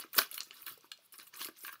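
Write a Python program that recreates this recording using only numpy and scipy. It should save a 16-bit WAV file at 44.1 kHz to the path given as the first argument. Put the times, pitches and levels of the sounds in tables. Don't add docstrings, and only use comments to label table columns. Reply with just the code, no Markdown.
import sys
import numpy as np
from scipy import signal
from scipy.fft import rfft, irfft
from scipy.io import wavfile
from scipy.ndimage import uniform_filter1d

SR = 44100
rng = np.random.default_rng(int(sys.argv[2]) if len(sys.argv) > 2 else 0)


def ratio(d):
    e = np.asarray(d, float) / 20
    return 10 ** e


def transcribe(signal):
    frames = np.atleast_2d(signal).T
    limited = np.clip(frames, -1, 1)
    pcm = np.round(limited * 32767).astype(np.int16)
    wavfile.write(sys.argv[1], SR, pcm)


N = 79380


def read(points, hz):
    f, value = np.transpose(points)
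    return np.interp(np.log(hz + 1), np.log(f + 1), value)


def level_over_time(times_s, level_db):
    return ratio(np.interp(np.arange(N) / SR, times_s, level_db))


def evened(x):
    return x / np.sqrt(np.mean(x ** 2) + 1e-20)


def add(mix, start_s, sound):
    part = mix[round(start_s * SR):][:len(sound)]
    part += sound[:len(part)]


def band(x, lo_hz, hi_hz, order):
    sections = signal.butter(order, (lo_hz, hi_hz), "band", fs=SR, output="sos")
    return signal.sosfilt(sections, x)


def colour(x, points):
    spectrum, hz = rfft(x), np.fft.rfftfreq(len(x), 1 / SR)
    flat = spectrum / np.sqrt(uniform_filter1d(abs(spectrum) ** 2, size=1500) + 1e-12)
    return evened(irfft(flat * ratio(read(points, hz)), len(x)))


def wander(samples):
    once = uniform_filter1d(rng.standard_normal(N), size=samples)
    return evened(uniform_filter1d(once, size=samples))


def folds(lo_hz, hi_hz, cycles, clump_db):
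    folds_per_s, pitches = 14000, 24
    patch_db, scatter_db = 3.5, 3.0
    out = np.zeros(N)
    clump = ratio(clump_db * wander(200))
    t = np.arange(1500) / SR
    for hz in np.geomspace(lo_hz, hi_hz, num=pitches):
        patch = ratio(patch_db * wander(900))
        grain = np.sin(2 * np.pi * hz * t) * (t * hz) * np.exp(-t * hz * 2 / cycles)
        arrives = rng.random(N) < folds_per_s / pitches / SR
        size = ratio(scatter_db * np.minimum(rng.exponential(1, N), 5)) * arrives
        impulses = size * rng.choice([-1., 1.], N) * patch
        out += signal.oaconvolve(impulses, grain / np.linalg.norm(grain))[:N]
    return out * clump


def rustle():
    # time_s, paper_db, treble_db (rms levels)
    motion = [(0, -49, -37), (0.022, -44, -54.5), (0.047, -58, -59.5), (0.07, -64, -76), (0.11, -74, -76),
              (0.127, -72, -63), (0.133, -58, -48.5), (0.16, -47, -42), (0.177, -39.5, -36.5),
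              (0.181, -34.5, -38.5), (0.192, -25, -34.5), (0.196, -39, -38), (0.225, -43, -41.5),
              (0.26, -50.5, -59.5), (0.29, -60, -66), (0.309, -57.5, -62), (0.318, -55.5, -56.5),
              (0.36, -53, -47), (0.39, -58.5, -51), (0.418, -49.5, -95), (0.449, -74, -58.5),
              (0.47, -63, -63.5), (0.499, -66, -64), (0.514, -57, -72), (0.545, -61, -60.5),
              (0.58, -58.5, -58), (0.615, -57.5, -56), (0.635, -63.5, -57), (0.658, -62, -62),
              (0.668, -48.5, -46.5), (0.7, -52.5, -47.5), (0.745, -61.5, -57.5), (0.765, -62.5, -69),
              (0.8, -71.5, -79), (0.86, -67.5, -66), (0.91, -88, -90), (0.925, -70, -67), (0.96, -80, -109),
              (1.0, -72, -79), (1.061, -74.5, -61.5), (1.075, -85, -83), (1.115, -94, -99),
              (1.127, -61, -52.5), (1.157, -58, -54.5), (1.174, -81, -62.5), (1.188, -56, -52),
              (1.233, -56, -62.5), (1.259, -72, -64), (1.274, -61, -54), (1.295, -74, -61),
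              (1.32, -75.5, -86), (1.339, -52.5, -61), (1.382, -56.5, -50.5), (1.412, -43.5, -42),
              (1.44, -48, -45), (1.47, -53, -44.5), (1.496, -55, -72), (1.513, -69, -64),
              (1.544, -70.5, -80), (1.575, -62, -60), (1.62, -69, -53), (1.641, -56.5, -48.5),
              (1.676, -51, -45.5), (1.71, -63, -59), (1.734, -54, -50.5), (1.76, -67.5, -68.5),
              (1.775, -79, -74), (1.8, -69, -76)]
    # frequency_hz, level_db
    paper_spectrum = [(150, -21), (330, -7), (700, -17.5), (1200, 1.5), (3000, -1), (5000, 1.5),
                      (7000, -4.5), (9000, -31.5)]
    # frequency_hz, level_db
    lining_spectrum = [(3820, -29), (6500, -17), (8060, -7.5), (10200, -2.5), (14600, -1), (15700, -5),
                       (16300, -9)]
    time_s, paper_db, treble_db = np.transpose(motion)
    paper = colour(folds(200, 7365, cycles=5.04, clump_db=1.5), paper_spectrum)
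    lining = colour(folds(6500, 15800, cycles=17.0, clump_db=1.4), lining_spectrum)
    return paper * level_over_time(time_s, paper_db) + lining * level_over_time(time_s, treble_db)


def rumble():
    # time_s, level_db (rms)
    leaning = [(0.0, -82), (0.124, -79), (0.194, -89), (0.26, -81), (0.646, -79), (0.732, -69),
               (0.786, -79), (0.862, -84), (0.952, -87.5), (1.484, -80), (1.514, -89.5), (1.8, -76)]
    low = band(rng.standard_normal(N), 70, 170, order=2)
    return evened(low) * level_over_time(*np.transpose(leaning))


def hush():
    # frequency_hz, level_db
    hush_spectrum = [(40, -17.5), (120, 0.5), (320, -2), (1500, -5), (4200, 2.5), (7500, -7.5),
                     (14400, -5.5)]
    return ratio(-70.5) * colour(rng.standard_normal(N), hush_spectrum)


def buckle(level_db, hz, reach, slip_s, crack_db, soft):
    # frequency_hz, level_db, t60_s (at softness 1)
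    sheet = [(1150, -3.5, 0.021), (1334, -7, 0.02), (1640, 11, 0.0083), (2316, 1.5, 0.0094),
             (2903, 2.5, .011), (3400, -2.5, 0.0094), (4250, 2, 0.014), (4940, -8, 0.019), (5900, -5, 0.02),
             (6850, 0, 0.0082), (7710, -1, 0.008), (8900, -9, 0.011), (10200, -7, 0.0021),
             (11700, -2, 0.004), (12150, -8, 0.0067), (14300, -9.5, .006), (15900, -1.5, 0.0091)]
    own_db, slip_count = 4.5, 4
    t = np.arange(900) / SR
    slip_s = np.clip(slip_s * soft, .0003, .01)
    reach = np.clip(reach, .1, 1.5)

    mode_hz, mode_db, mode_t60 = np.transpose(sheet)
    octaves = np.log2(mode_hz / hz)
    spread = np.where(mode_hz < hz, .7 * reach, reach)
    gain = np.r_[ratio(mode_db) * np.exp(-.5 * (octaves / spread) ** 2), ratio(own_db)]
    sign = np.where(rng.random(len(gain)) < .3 * soft, -1, 1)
    f = np.r_[mode_hz, hz][:, None]
    t60 = np.r_[mode_t60, .6 * np.interp(hz, mode_hz, mode_t60)][:, None]
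    decay = ratio(-60 * t / (t60 * np.clip(soft, .25, 2)))
    onset = 1 - np.exp(-t * f * 0.47)
    ring = (sign * gain) @ (np.sin(2 * np.pi * f * t) * decay * onset)

    when, size = rng.random((slip_count, 2)).T
    slips = np.zeros(900)
    at = (np.r_[0, when[1:]] * slip_s * SR).astype(int)
    np.add.at(slips, at, np.r_[1, .55 * size[1:]])
    ring = np.convolve(slips, ring)[:900]

    crack = band(rng.standard_normal(900), hz / 2 ** reach, min(hz * 2 ** (2 * reach), 16000), order=3)
    u = t / (0.51 * slip_s)
    crack = evened(crack) * u * np.exp(1 - u)
    return ratio(level_db) * (ring / abs(ring).max() + ratio(crack_db) * crack)


def snaps():
    # start_s, level_db (peak of the ring), pitch_hz,
    # reach (octaves over the modes), softness (stretch of ring and slips)
    crease_events = [(0.039, -42.5, 1260, 0.33, 0.91), (0.1328, -45, 4000, .7, 0.48),
                     (0.144, -33, 1960, 0.45, 0.75), (0.1904, -13.5, 1510, 1.2, 0.41),
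                     (0.2167, -24, 2000, .9, 0.67), (0.3148, -41, 2560, 0.47, 0.9),
                     (0.3288, -38, 3260, .7, 0.74), (0.3436, -35, 3400, .7, 0.95),
                     (0.3792, -28.5, 2650, 0.65, 0.74), (0.4053, -21.5, 4430, 0.66, 0.34),
                     (.4325, -48, 6200, 0.35, .6), (0.444, -46, 5900, .4, .75),
                     (0.5088, -34, 2700, 0.67, 0.77), (0.6286, -49, 2390, .5, .75),
                     (0.666, -33.5, 3180, 0.97, .92), (0.669, -41.5, 1580, .9, 0.92),
                     (.681, -35.5, 1400, 0.79, 0.87), (0.8084, -49.5, 6080, 0.92, 0.64),
                     (.844, -53.5, 970, 0.32, 0.89), (0.9164, -28.5, 3400, 1, 1.14),
                     (0.9751, -49, 4260, .8, .6), (.991, -60, 4270, 0.84, .69),
                     (1.1237, -52.5, 2764, 1.1, 0.73), (1.141, -46.5, 1150, 1.3, 1.02),
                     (1.186, -43, 5370, 0.48, 0.55), (1.198, -37.5, 2870, 0.77, 0.65),
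                     (1.273, -49.5, 3500, .83, 0.71), (1.3392, -40.5, 2380, 1.6, 0.77),
                     (1.354, -44, 4200, 1.4, .75), (1.3943, -38.5, 3100, 0.96, 0.75),
                     (1.415, -28, 3040, 1.4, 0.81), (1.426, -35, 4250, 0.84, .5),
                     (1.4465, -23.5, 5180, 0.86, 0.52), (1.4585, -44, 1290, 0.63, .74),
                     (1.4853, -41, 1180, 0.76, 1.1), (1.6068, -45, 5900, 0.38, 0.74),
                     (1.6484, -32.5, 1640, 1.23, 0.93), (1.6802, -33.5, 1520, 0.66, 0.83),
                     (1.6914, -34, 1480, 0.65, 0.93), (1.728, -43, 1320, 0.43, 0.82),
                     (1.7408, -45.5, 1230, 0.24, 0.67), (1.7551, -44.5, 1530, 0.52, 0.85)]
    out = np.zeros(N)
    for start_s, level_db, hz, reach, soft in crease_events:
        add(out, start_s, buckle(level_db, hz, reach, slip_s=0.0023, crack_db=-16, soft=soft))
    return out


def room(x):
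    # frequency_hz, t60_s
    reverberation = [(250, 0.16), (1200, 0.15), (4000, 0.16), (9000, 0.14), (15000, 0.14)]
    out = np.zeros(N)
    turn = np.arange(N) / SR * 11
    for k in range(3):
        taps = np.zeros(SR // 2)
        at = np.arange(200, SR // 2 - 12, 12)
        taps[at + rng.integers(0, 12, len(at))] = rng.choice([-1., 1.], len(at))
        hz, t, z = signal.stft(taps, SR, nperseg=256)
        decay = ratio(-60 * t / np.maximum(read(reverberation, hz), .02)[:, None])
        tail = signal.istft(z * decay, SR, nperseg=256)[1]
        share = np.sqrt(2 / 3) * np.cos(np.pi * (turn + k / 3))
        out += signal.fftconvolve(x * share, tail / np.linalg.norm(tail))[:N]
    return out


def thumps():
    # start_s, level_db (peak of the main partial's envelope), pitch_hz
    pouch_events = [(0.045, -48, 339), (0.164, -44.5, 440), (0.178, -35.5, 360), (0.186, -32, 399),
                    (0.328, -61, 595), (0.47, -62.5, 316), (0.506, -59.5, 382), (0.661, -77, 646),
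                    (0.713, -56.5, 342), (0.775, -56.5, 474), (0.841, -58.5, 317), (0.987, -63.5, 620),
                    (1.137, -66.5, 386), (1.191, -59.5, 328), (1.337, -80, 301), (1.41, -56, 370),
                    (1.456, -50, 368), (1.487, -43, 349), (1.637, -57, 340)]
    rise_s, t60_s = 0.0011, 0.027
    out = np.zeros(N)
    t = np.arange(4000) / SR
    swing = (1 - np.exp(-t / rise_s)) ** 2 * ratio(-60 * t / t60_s)
    for start_s, level_db, hz in pouch_events:
        main = np.sin(2 * np.pi * (hz * t + rng.random()))
        upper = np.sin(2 * np.pi * (1.663 * hz * t + rng.random()))
        tone = main + ratio(-5.5 - 60 * t / 0.025) * upper
        add(out, start_s, ratio(level_db) * swing / swing.max() * tone)
    return out


def ticks():
    # start_s, level_db (peak of the ring), pitch_hz (before the ceiling),
    # reach (octaves over the modes)
    lining_events = [(0.1311, -33, 14650, 0.55), (0.1506, -26, 10500, 0.45), (0.2912, -51.5, 11000, 0.38),
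                     (0.3137, -28.5, 11700, 0.48), (0.3421, -26, 11700, 0.8), (0.3775, -27, 12590, 0.296),
                     (0.4319, -37, 7000, 0.54), (0.5467, -56, 10800, 0.27), (0.621, -36.5, 14830, 0.2),
                     (0.6644, -28.5, 13100, 0.25), (0.6804, -32, 13400, 0.24), (0.6934, -38, 11500, 0.24),
                     (0.7224, -40.5, 13750, 0.3), (0.7761, -46, 14300, 0.9), (0.8091, -60, 8720, 0.3),
                     (0.9158, -43.5, 8900, 0.44), (1.0614, -59, 10000, 0.35), (1.1233, -41.5, 11100, 0.11),
                     (1.1812, -38.5, 9850, 0.13), (1.2286, -42, 15300, 0.42), (1.269, -45, 9680, 0.48),
                     (1.3354, -56, 16670, 0.24), (1.3623, -39.5, 9600, 0.3), (1.3708, -35.5, 13870, 0.63),
                     (1.4047, -46, 14400, 0.47), (1.4154, -41, 14700, 0.25), (1.4456, -29, 10200, 0.35),
                     (1.486, -38.5, 12400, 0.64), (1.5698, -54.5, 8600, 0.36), (1.5888, -41, 8730, 0.61),
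                     (1.6347, -36, 12320, 0.39), (1.6656, -32, 14300, 0.36), (1.7275, -37, 15870, 0.38)]
    ceiling_hz = 15500
    out = np.zeros(N)
    for start_s, level_db, hz, reach in lining_events:
        tick = buckle(level_db, min(hz, ceiling_hz), reach, slip_s=.003, crack_db=-11, soft=1)
        add(out, start_s, tick)
    return out


def rip():
    # start_s, length_s, level_db (rms before the envelope), centre_hz, width_hz
    fibre_bursts = [(.1795, .009, -20, 13760, 2070), (.179, 0.016, -25.5, 11140, 5800),
                    (.179, .014, -26.5, 4150, 3500), (.185, .008, -27, 1570, 400)]
    out = np.zeros(N)
    for start_s, length_s, level_db, hz, width in fibre_bursts:
        fibres = rng.standard_normal(2000) * rng.exponential(1, 2000)
        burst = band(fibres, hz - width / 2, min(hz + width / 2, 16000), order=2)
        u = np.arange(0, 1, 1 / (length_s * SR))
        envelope = np.sin(np.pi * u ** 0.88) ** 0.87
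        add(out, start_s, ratio(level_db) * evened(burst[-len(u):]) * envelope)
    return out


def scene():
    events = snaps() + thumps() + ticks() + rip()
    reverberant = ratio(-9) * room(events)
    return (events + reverberant + rustle() + rumble() + hush())[None]


def low_pass(x):
    return signal.sosfilt(signal.butter(12, 16470, fs=SR, output="sos"), x)


def record(dry):
    # frequency_hz, level_db
    mic_response = [(40, -36.5), (110, -5), (400, 1), (650, 2), (900, -0.5), (1080, 4), (1650, -1),
                    (1900, -4), (2500, 0.5), (4300, -2), (7000, -4), (11000, -2), (13800, -2.5),
                    (15600, 1.5), (16000, -30.5)]
    hz = np.linspace(0, SR / 2, num=1025)
    doubled = signal.firwin2(2047, hz, ratio(2 * read(mic_response, hz)) + 1e-5, fs=SR)
    mic = signal.minimum_phase(doubled)
    mix = signal.oaconvolve(dry, mic[None])[:, :N]
    return low_pass(mix)


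dry = scene()
out = record(dry)
transcribe(out)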